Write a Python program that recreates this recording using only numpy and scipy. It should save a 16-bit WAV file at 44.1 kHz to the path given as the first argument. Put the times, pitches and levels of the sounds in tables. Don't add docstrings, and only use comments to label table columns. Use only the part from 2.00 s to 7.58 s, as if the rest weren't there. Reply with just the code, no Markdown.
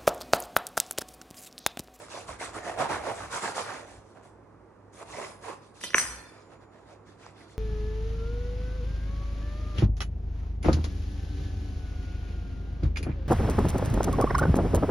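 import sys
import numpy as np
from scipy import signal
from scipy.fft import rfft, irfft
from scipy.io import wavfile

SR = 44100
rng = np.random.default_rng(int(sys.argv[2]) if len(sys.argv) > 2 else 0)


def convert_level_to_amplitude(level_db):
    exponent = np.asarray(level_db, float) / 20
    return 10 ** exponent


def wrap_up_sound(samples):
    columns = np.atleast_2d(samples).T
    tamed = np.clip(columns, -1, 1)
    steps = np.round(tamed * 32767).astype(np.int16)
    wavfile.write(sys.argv[1], SR, steps)


N = 246078
SLOW = 40
DROP = slice(round(3.7 * SR), round(4.6 * SR))

# pitch in Hz, level in dB, time to fade by 60 dB in seconds.
BLADE_TONES = [(3080, -27.5, .51), (3553, -44, .6), (4350, -32.5, .6), (5040, -26.5, .7), (6010, -1, .084),
               (6175, -14, .3), (7418, -30, .59), (8200, -24, .23), (8423, -16, .5), (8614, -19, .43),
               (9388, -27, .5), (10240, -35, .31), (10560, -29, .3), (11520, -38.5, .26)]
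# pitch in Hz, level in dB, time to fade by 60 dB in seconds.
COUNTER_TONES = [(252, -17.5, 0.084), (440, -20, 0.013), (597, -23.5, 0.018), (1050, -2.5, 0.045),
                 (1430, 4.5, 0.025), (1750, 4, .025), (2322, 1.5, 0.041)]


def rms_one(x):
    return x / np.sqrt(np.mean(x ** 2) + 1e-20)


def full(slow):
    return np.repeat(slow, SLOW)[:N]


def at_hz(points, hz):
    point_hz, values = np.transpose(points)
    return np.interp(np.log1p(hz), np.log1p(point_hz), values)


def drift(rate_hz):
    r = np.exp(-2 * np.pi * rate_hz * SLOW / SR)
    noise = rng.standard_normal(N // SLOW + 2001)
    return rms_one(signal.lfilter([1], [1, -2 * r, r * r], noise)[2000:])


def band_pass(x, low_hz, high_hz):
    return signal.sosfilt(signal.butter(2, [low_hz, high_hz], "band", fs=SR, output="sos"), x)


def ring(hits, hz, t60_s):
    r, w = convert_level_to_amplitude(-60 / (t60_s * SR)), 2 * np.pi * hz / SR
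    return signal.lfilter([0, np.sin(w)], [1, -2 * r * np.cos(w), r * r], hits + 1e-18)


def clicks(times_s, levels_db):
    out = np.zeros(N)
    out[np.round(np.multiply(times_s, SR)).astype(int)] = convert_level_to_amplitude(np.asarray(levels_db))
    return out


def grains(per_s, spread_db, size):
    size_draw, time_draw = rng.random((2, 2, size))
    sizes = convert_level_to_amplitude(spread_db * np.minimum(-np.log(size_draw + 1e-9), 4.0))
    chance = per_s / SR
    return sizes * np.sign(time_draw - chance / 2) * (time_draw < chance)


def add_pulse(out, s, db, hz, width_s, fall):
    reach = np.arange(-400, 400)
    age = reach / SR / width_s
    bend = np.logaddexp(age, -age)
    wave = np.cos(2 * np.pi * hz * width_s * (age - fall * bend))
    out[round(s * SR) + reach] += convert_level_to_amplitude(db) * np.exp(-age ** 2) * wave


def swells(peak_s, rise_s, fall_s, db, bluntness):
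    peak_s, rise_s, fall_s, db = [np.reshape(column, (-1, 1)) for column in (peak_s, rise_s, fall_s, db)]
    off_s = np.arange(N // SLOW + 1) * SLOW / SR - peak_s
    span_s = np.where(off_s < 0, rise_s, fall_s)
    edge_loss_db = 19.5
    loss_db = edge_loss_db * np.abs(off_s / span_s) ** np.where(off_s < 0, *bluntness)
    return np.sum(convert_level_to_amplitude(2 * (db - np.minimum(loss_db, 200))), axis=0)


def room_air():
    # pitch in Hz, level per Hz in dB.
    air_color = [(20, -22), (40, -6), (62, 3.5), (85, -6.5), (130, -0.5), (250, -2), (330, 1.5),
                 (500, -1.5), (700, -7), (1000, -5.5), (2000, -20.5), (3100, -33), (6300, -36.5),
                 (11000, -42)]
    hz = np.maximum(np.fft.rfftfreq(N, 1 / SR), 1)
    noise = irfft(rfft(rng.standard_normal((2, N))) * convert_level_to_amplitude(at_hz(air_color, hz)), N)
    return convert_level_to_amplitude(-55) * rms_one(noise)


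def refrigerator():
    # pitch in Hz, level in dB, width of the wavering in Hz.
    hum_tones = [(101.3, -62, 6), (59, -74.5, 8)]
    turn = 2 * np.pi * np.arange(N) / SR
    out = np.zeros(N)
    for hz, db, width_hz in hum_tones:
        strength = full(convert_level_to_amplitude(db + 3.5 + 1.7 * drift(width_hz)))
        out += strength * np.sin(hz * turn + 0.4 * full(drift(width_hz)))
    return out


def effort():
    # peak in seconds, rise in seconds, fall in seconds, crumb level in dB, crust level in dB.
    saw_strokes = [(.015, 0.04, 0.11, -51, -56), (0.157, 0.078, 0.13, -41.5, -50.5),
                   (0.296, 0.029, 0.097, -40, -51), (.428, 0.041, 0.095, -37, -46),
                   (0.569, 0.047, 0.071, -35.5, -52.5), (0.691, 0.075, 0.099, -33, -51.5),
                   (.815, 0.044, 0.081, -23, -44.5), (.915, 0.036, .12, -27, -46),
                   (1.097, 0.089, .06, -29, -52), (1.228, 0.13, 0.11, -38.5, -52.5),
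                   (1.352, 0.052, 0.1, -33, -42.5), (1.45, 0.041, 0.11, -30, -43),
                   (1.593, 0.056, 0.076, -30.5, -41.5), (1.719, 0.12, 0.16, -37.5, -51.5),
                   (1.919, 0.085, 0.13, -52.5, -61), (2.951, 0.029, 0.085, -58, -62),
                   (3.03, 0.075, 0.016, -45, -59.5), (3.222, 0.17, 0.15, -39, -51),
                   (3.488, 0.08, .1, -39, -54.5), (3.78, 0.044, 0.11, -60, -63)]
    # peak, rise and fall in seconds, crumb level in dB, crust level in dB.
    hand_moves = [(2.1, 0.068, 0.12, -86, -72), (2.17, 0.024, 0.093, -49.5, -80),
                  (2.245, 0.024, .1, -55.5, -69), (3.639, 0.03, 0.11, -73, -67.5),
                  (4.4, 0.13, 0.16, -59, -68.5), (4.531, 0.047, 0.058, -50, -69),
                  (4.63, 0.038, .04, -56, -73.5), (4.75, 0.043, 0.24, -58.5, -72.5),
                  (4.92, 0.073, 0.069, -54.5, -66.5), (5.09, .04, 0.1, -65, -67),
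                  (5.261, 0.091, 0.095, -54.5, -61.5), (5.41, 0.071, 0.092, -57, -62.5),
                  (5.52, 0.053, 0.063, -74.5, -61.5)]
    peak_s, rise_s, fall_s, crumb_db, crust_db = np.transpose(saw_strokes + hand_moves)

    def level_db(db, bluntness, rest_db):
        power = swells(peak_s, rise_s, fall_s, db, bluntness)
        return full(10 * np.log10(power + convert_level_to_amplitude(2 * rest_db)))

    return level_db(crumb_db, (1.801, 1.25), -75.5), level_db(crust_db, (4.0, 1.84), -92)


def fractures(spectrum, low_hz, high_hz, per_s, spread_db, cycles, patchy_db, count, shaping_db):
    breaks = grains(per_s, spread_db, N)
    dealt = rng.integers(0, count, N)
    out = np.zeros((2, N))
    for k, hz in enumerate(np.geomspace(low_hz, high_hz, count)):
        gain_db = at_hz(spectrum, hz) + 10 * np.log10(hz) + patchy_db * drift(5.9) + shaping_db(hz)
        r, w = convert_level_to_amplitude(-60 * hz / cycles / SR), 2 * np.pi * hz / SR
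        even = np.sqrt(1 - r * r)
        hits = breaks * ((dealt == k) * full(convert_level_to_amplitude(gain_db)))
        out += signal.lfilter([even, 0, -even], [1, -2 * r * np.cos(w), r * r], hits)
    return rms_one(out)


def sawing():
    # pitch in Hz, level per Hz in dB.
    crumb_color = [(71, -26), (120, -10.5), (194, -13.5), (327, -5), (591, 0), (659, -2), (706, -4.5),
                   (1020, -6), (1920, -15.5), (3200, -25.5), (4160, -54), (7040, -120)]
    # pitch in Hz, level per Hz in dB.
    crust_color = [(1530, -31), (2600, -7.5), (3830, -1), (5950, -3), (6470, -1), (9600, -4.5),
                   (11100, 1.5), (11800, -26), (12200, -42), (15900, -75), (22000, -120)]
    # time in seconds, pitch in Hz.
    loaf_tone = [(0, 580), (.16, 674), (.3, 890), (.43, 656), (.82, 755), (.93, 900), (1.07, 670),
                 (1.35, 960), (1.6, 850), (1.9, 666), (2.9, 745), (3.2, 930), (3.55, 940), (4.3, 700)]
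    # pitch in Hz, lift in dB, width in octaves.
    board_lifts = [(425, 7.5, 0.11), (1050, 7, 0.072), (1412, -5, .25), (2050, 2.2, .1)]
    # pitch in Hz, level in dB, time to fade by 60 dB in seconds.
    song_tones = [(5020, -5, .5), (5090, -6, .4), (8420, -5, .5), (8500, -5, .4), (10490, -2, .7),
                  (10580, -2, .6), (6500, -6, .2)]
    crumb_db, crust_db = effort()
    step_s = np.arange(N // SLOW + 1) * SLOW / SR
    loaf_s, loaf_points_hz = np.transpose(loaf_tone)
    loaf_hz = np.interp(step_s, loaf_s, loaf_points_hz)
    rasp_db = 3.5 + 0.64 * (crust_db - crumb_db)[::SLOW]
    board_from_s, palms_from_s = 2.9, 4.3
    scraping = (step_s > board_from_s) & (step_s < palms_from_s)

    def palm_db(hz):
        return -8 / (1 + (6400 / hz) ** 8) * (step_s > palms_from_s)

    def loaf_db(hz):
        lift_db = 5.6 * np.exp(-(np.log2(hz / loaf_hz) / 0.26) ** 2)
        for top_hz, db, octaves in board_lifts:
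            lift_db += db * np.exp(-(np.log2(hz / top_hz) / octaves) ** 2) * scraping
        lift_db += 3.6 / (1 + (hz / 140) ** 4)
        return lift_db + (rasp_db + 13.0) / (1 + (1300 / hz) ** 4)

    crumb = fractures(crumb_color, 66.7, 2653, per_s=4000, spread_db=1.25, cycles=21.0, patchy_db=3.1,
                      count=30, shaping_db=loaf_db)
    crust = fractures(crust_color, 3120, 9910, per_s=11000, spread_db=3.5, cycles=33.0, patchy_db=2.6,
                      count=12, shaping_db=palm_db)
    blade = rms_one(sum(ring(crust[0], hz, 0.12) for hz, db, t60_s in BLADE_TONES[1:16:3]))
    rub = convert_level_to_amplitude(crust_db - 15) * full(scraping) * rng.standard_normal((2, N))
    song = np.zeros((2, N))
    for hz, db, t60_s in song_tones:
        song += convert_level_to_amplitude(db) * np.sqrt(30 / (t60_s * SR)) * ring(rub, hz, t60_s)
    return song + convert_level_to_amplitude(crumb_db + 0.84) * crumb + convert_level_to_amplitude(crust_db + 2.0) * (crust + convert_level_to_amplitude(-13.5) * blade)


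def counter_shaking():
    # time in seconds, level in dB.
    arm_shakes = [(.07, -63), (.32, -51), (.54, -50), (.76, -56), (.97, -49.5), (1.25, -50), (1.55, -64),
                  (1.99, -57), (3.15, -58.5)]
    s, db = np.transpose(arm_shakes)
    power = swells(s, 0.15, 0.15, db, (1.5, 1.5))
    return full(np.sqrt(power)) * rms_one(band_pass(rng.standard_normal(N), 40, 90))


def snaps():
    # time in seconds, peak in dB, pitch of the pock in Hz, brightness of the tick in dB.
    crust_breaks = [(0.084, -34, 1180, -8), (0.175, -25.5, 716, -10), (0.291, -26.5, 1050, -5),
                    (0.41, -26, 664, -12), (0.643, -36, 640, -19), (0.784, -28, 800, -19),
                    (0.895, -20, 810, -10), (1.322, -32, 1280, -9), (1.58, -21, 1090, -12),
                    (3.028, -29, 987, -12), (5.264, -30.5, 950, -4.5)]
    out = np.zeros(N)
    for s, db, hz, bright_db in crust_breaks:
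        add_pulse(out, s + 0.0016, db - 2.5, hz, 0.88 / hz, 0.2)
        add_pulse(out, s + 0.00027, db + bright_db, 5500, 0.00012, 0)
    return out


def knocks():
    # time in seconds, peak in dB, handle pitch in Hz,
    # edge tick in dB, counter level in dB.
    contacts = [
        (3.8112, -38.5, 2020, -9.5, -6.5),
        (3.8371, -27.5, 1890, 2.5, -8),
        (3.904, -34.5, 1610, -0.5, -8),
        (3.933, -28, 1970, -17.5, -12.5),
        (3.9441, -1.5, 1962, -20, -12.5),
        (3.973, -33.5, 1870, -9.5, -18),
        (3.981, -7.5, 1780, -3.5, -23),
        (3.9958, -24.5, 1890, -13, -18),
    ]
    # pitch in Hz, level in dB, time to fade by 60 dB in seconds.
    held_tones = [(2000, -4, .09), (2751, -21.5, .11), (3063, -8, .5), (3540, -2, .2), (4370, -16.5, .33),
                  (4800, -20, .5), (5860, -3.5, .14), (7197, -11, .34), (8400, -10, .2), (9340, -12, .19)]
    # start in seconds, pitch in Hz, level in dB, time to fade by 60 dB in seconds.
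    lasting_tone = (3.946, 6977, -64, 2.8)
    s, db, handle_hz, tick_db, counter_db = np.transpose(contacts)
    out = np.zeros(N)
    for t, peak_db, hz, edge_db, low_db in zip(s, db, handle_hz, tick_db, counter_db):
        add_pulse(out, t + 0.00028, peak_db + low_db + 0.5, 1.41 * hz, 0.0005, 0.2)
        add_pulse(out, t + 0.001414, peak_db + 0.34, hz, 0.00055, 0.25)
        add_pulse(out, t + 0.0011, peak_db + edge_db, 5950, 0.0007, 0)
        add_pulse(out, t + 0.00371, peak_db + low_db - 5.5, 1150, 0.0012, 0.3)
        add_pulse(out, t + 0.005, peak_db + low_db - 8.0, 450, 0.0022, 0.3)
    for hz, tone_db, t60_s in COUNTER_TONES:
        hits = clicks(s + 0.002, db + counter_db + tone_db - 8.5)
        out[DROP] += ring(hits[DROP], hz, t60_s)
    blade_db = db + tick_db - 7.5
    held = s < 3.92
    for tones, used, longest_s in (held_tones, held, 0.14), (BLADE_TONES, ~held, 0.5):
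        for hz, tone_db, t60_s in tones:
            chance_db = rng.normal(0, 4.5, len(s))
            hits = clicks(s[used], (blade_db + tone_db + chance_db)[used])
            out[DROP] += ring(hits[DROP], hz, min(t60_s, longest_s))
    start_s, hz, tone_db, t60_s = lasting_tone
    return out + ring(clicks([start_s], [tone_db]), hz, t60_s)


def rocking_db(part):
    # time in seconds, upper blade level in dB, counter level in dB, lower blade level in dB.
    wakings = [
        (3.813, -46, -56.5, -51),
        (3.839, -37, -41.5, -33.5),
        (3.957, -34.5, -35.5, -54.5),
        (3.984, -30.5, -40.5, -45.5),
    ]
    s = np.array(wakings)[:, :1]
    level_db = np.array(wakings)[:, part + 1, None]
    age_s = np.arange(N)[DROP] / SR - s
    late_s = np.maximum(age_s, 0)
    tail_db_per_s = (103.5, 49.5, 60.5)[part]
    quick_fade = convert_level_to_amplitude(-2 * 247 * late_s)
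    slow_tail = convert_level_to_amplitude(2 * (-4.5 - tail_db_per_s * late_s)) * (age_s <= age_s[-2])
    wake = convert_level_to_amplitude(2 * (level_db + 1398 * np.minimum(age_s, 0)))
    return 10 * np.log10(np.sum(wake * (quick_fade + slow_tail), axis=0) + 1e-12)


def chatter():
    upper_db, counter_db, lower_db = rocking_db(0), rocking_db(1), rocking_db(2)
    taps = grains(3000, 1.4, len(upper_db))
    tones = []
    for hz, db, t60_s in BLADE_TONES:
        strength = convert_level_to_amplitude(0.55 * db + 3.9 * full(drift(16))[DROP])
        tones.append(strength * rms_one(ring(taps, hz, 0.049)))
    lower, upper = rms_one(sum(tones[1:4])), rms_one(sum(tones[4:]))
    freed = np.interp(np.arange(N)[DROP] / SR, [3.92, 3.95], [0.4, 1])
    edge = rms_one(band_pass(taps, 5000, 11000))
    heel = rms_one(band_pass(taps, 2500, 5200))
    wood = rms_one(sum(convert_level_to_amplitude(db) * ring(taps, hz, 0.39 * t60_s) for hz, db, t60_s in COUNTER_TONES))
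    out = np.zeros((2, N))
    out[:, DROP] += convert_level_to_amplitude(np.minimum(upper_db, -28) + 2.3) * (freed * upper + convert_level_to_amplitude(-3.0) * edge)
    out[:, DROP] += convert_level_to_amplitude(np.minimum(lower_db, -43) + 6.5) * (convert_level_to_amplitude(-0.5) * freed * lower + convert_level_to_amplitude(-6.5) * heel)
    out[:, DROP] += convert_level_to_amplitude(np.minimum(counter_db, -36) - 1.5) * wood
    return out * np.interp(np.arange(N) / SR, [3.76, 3.8, 4.36, 4.5], [0, 1, 1, 0])


def arm_thud():
    arm_push = (4.03, 60, -44, .07)
    s, hz, db, rise_s = arm_push
    age = np.maximum(np.arange(N) / SR - s, 0) / rise_s
    return convert_level_to_amplitude(db) * age ** 2 * np.exp(2 - 2 * age) * np.sin(2 * np.pi * hz * rise_s * age)


def kitchen(x):
    t60_s, wall_cut_hz = 0.74, 8900
    w = 2 * np.pi * np.fft.rfftfreq(2 ** 15)
    dull = 1 / (1 + 1j * w * SR / (2 * np.pi * wall_cut_hz))
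    tails = np.zeros((2, len(w)), complex)
    lags = (rng.uniform(0.008, 0.03, size=16) * SR).astype(int)
    for k, lag in enumerate(lags):
        loop = convert_level_to_amplitude(-60 * lag / SR / t60_s) * dull ** (lag / 900) * np.exp(-1j * w * lag)
        tails[k % 2] += loop / (1 - loop) * (-1) ** (k // 2)
    return signal.oaconvolve(x[None], irfft(tails))[:, :N]


def ports(pair, side):
    # pitch in Hz, left-right likeness from 0 to 1.
    port_likeness = [(30, 0.55), (170, 1), (500, 0.67), (1420, 0.75), (4090, 0.36), (11800, 0.16)]
    hz = np.maximum(np.fft.rfftfreq(N, 1 / SR), 1)
    alike = np.clip(at_hz(port_likeness, hz), 0, 1)
    balance_db, lead_rad = side
    direct, scattered = rfft(pair)
    shared = np.sqrt((1 + alike) / 2) * direct
    apart = np.sqrt((1 - alike) / 2) * scattered
    half = convert_level_to_amplitude(at_hz(balance_db, hz) / 2) * np.exp(0.5j * at_hz(lead_rad, hz))
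    return irfft([(shared + apart) * half, (shared - apart) / half], N)


def scene():
    # pitch in Hz, lead of the left in radians.
    bread_place = [
        [(60, -2.5), (140, -5), (350, -5.0), (840, -4), (2020, -1.5), (4880, -1.5), (11800, 0.5)],
        [(0, 0.5), (2070, 0.2), (4740, 4), (5080, 4.5), (8870, 8), (10200, 3), (12000, 26.5)],
    ]
    # pitch in Hz, left over right in dB; pitch in Hz, lead in radians.
    knife_place = [
        [(60, 1), (140, 1), (350, -9.5), (840, -3), (2020, -2), (4880, -2), (11800, 0)],
        [(0, -1), (2070, 0.7), (3100, 1.47), (5510, -6.5), (7150, -4.5), (10900, -15.5), (12000, -17.5)],
    ]
    direct_scattered = [[1], [0.3]]
    bread = sawing() + snaps() * direct_scattered
    blows, rattle = knocks(), chatter()
    near = ports(bread + room_air(), bread_place) + ports(rattle, knife_place)
    near += ports(blows * direct_scattered, knife_place) * convert_level_to_amplitude([[-1.5], [1.5]])
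    echo = convert_level_to_amplitude(-24) * kitchen(bread[0] + rattle[0] + blows)
    return near + echo + counter_shaking() + arm_thud() + refrigerator()


def low_pass(x):
    return signal.sosfilt(signal.butter(12, 12360, fs=SR, output="sos"), x)


def record(dry):
    passed = signal.sosfilt(signal.butter(3, 45, "high", fs=SR, output="sos"), dry)
    passed = signal.sosfilt(signal.butter(12, 11300, fs=SR, output="sos"), passed)
    return low_pass(passed)


dry = scene()
out = record(dry)
wrap_up_sound(out)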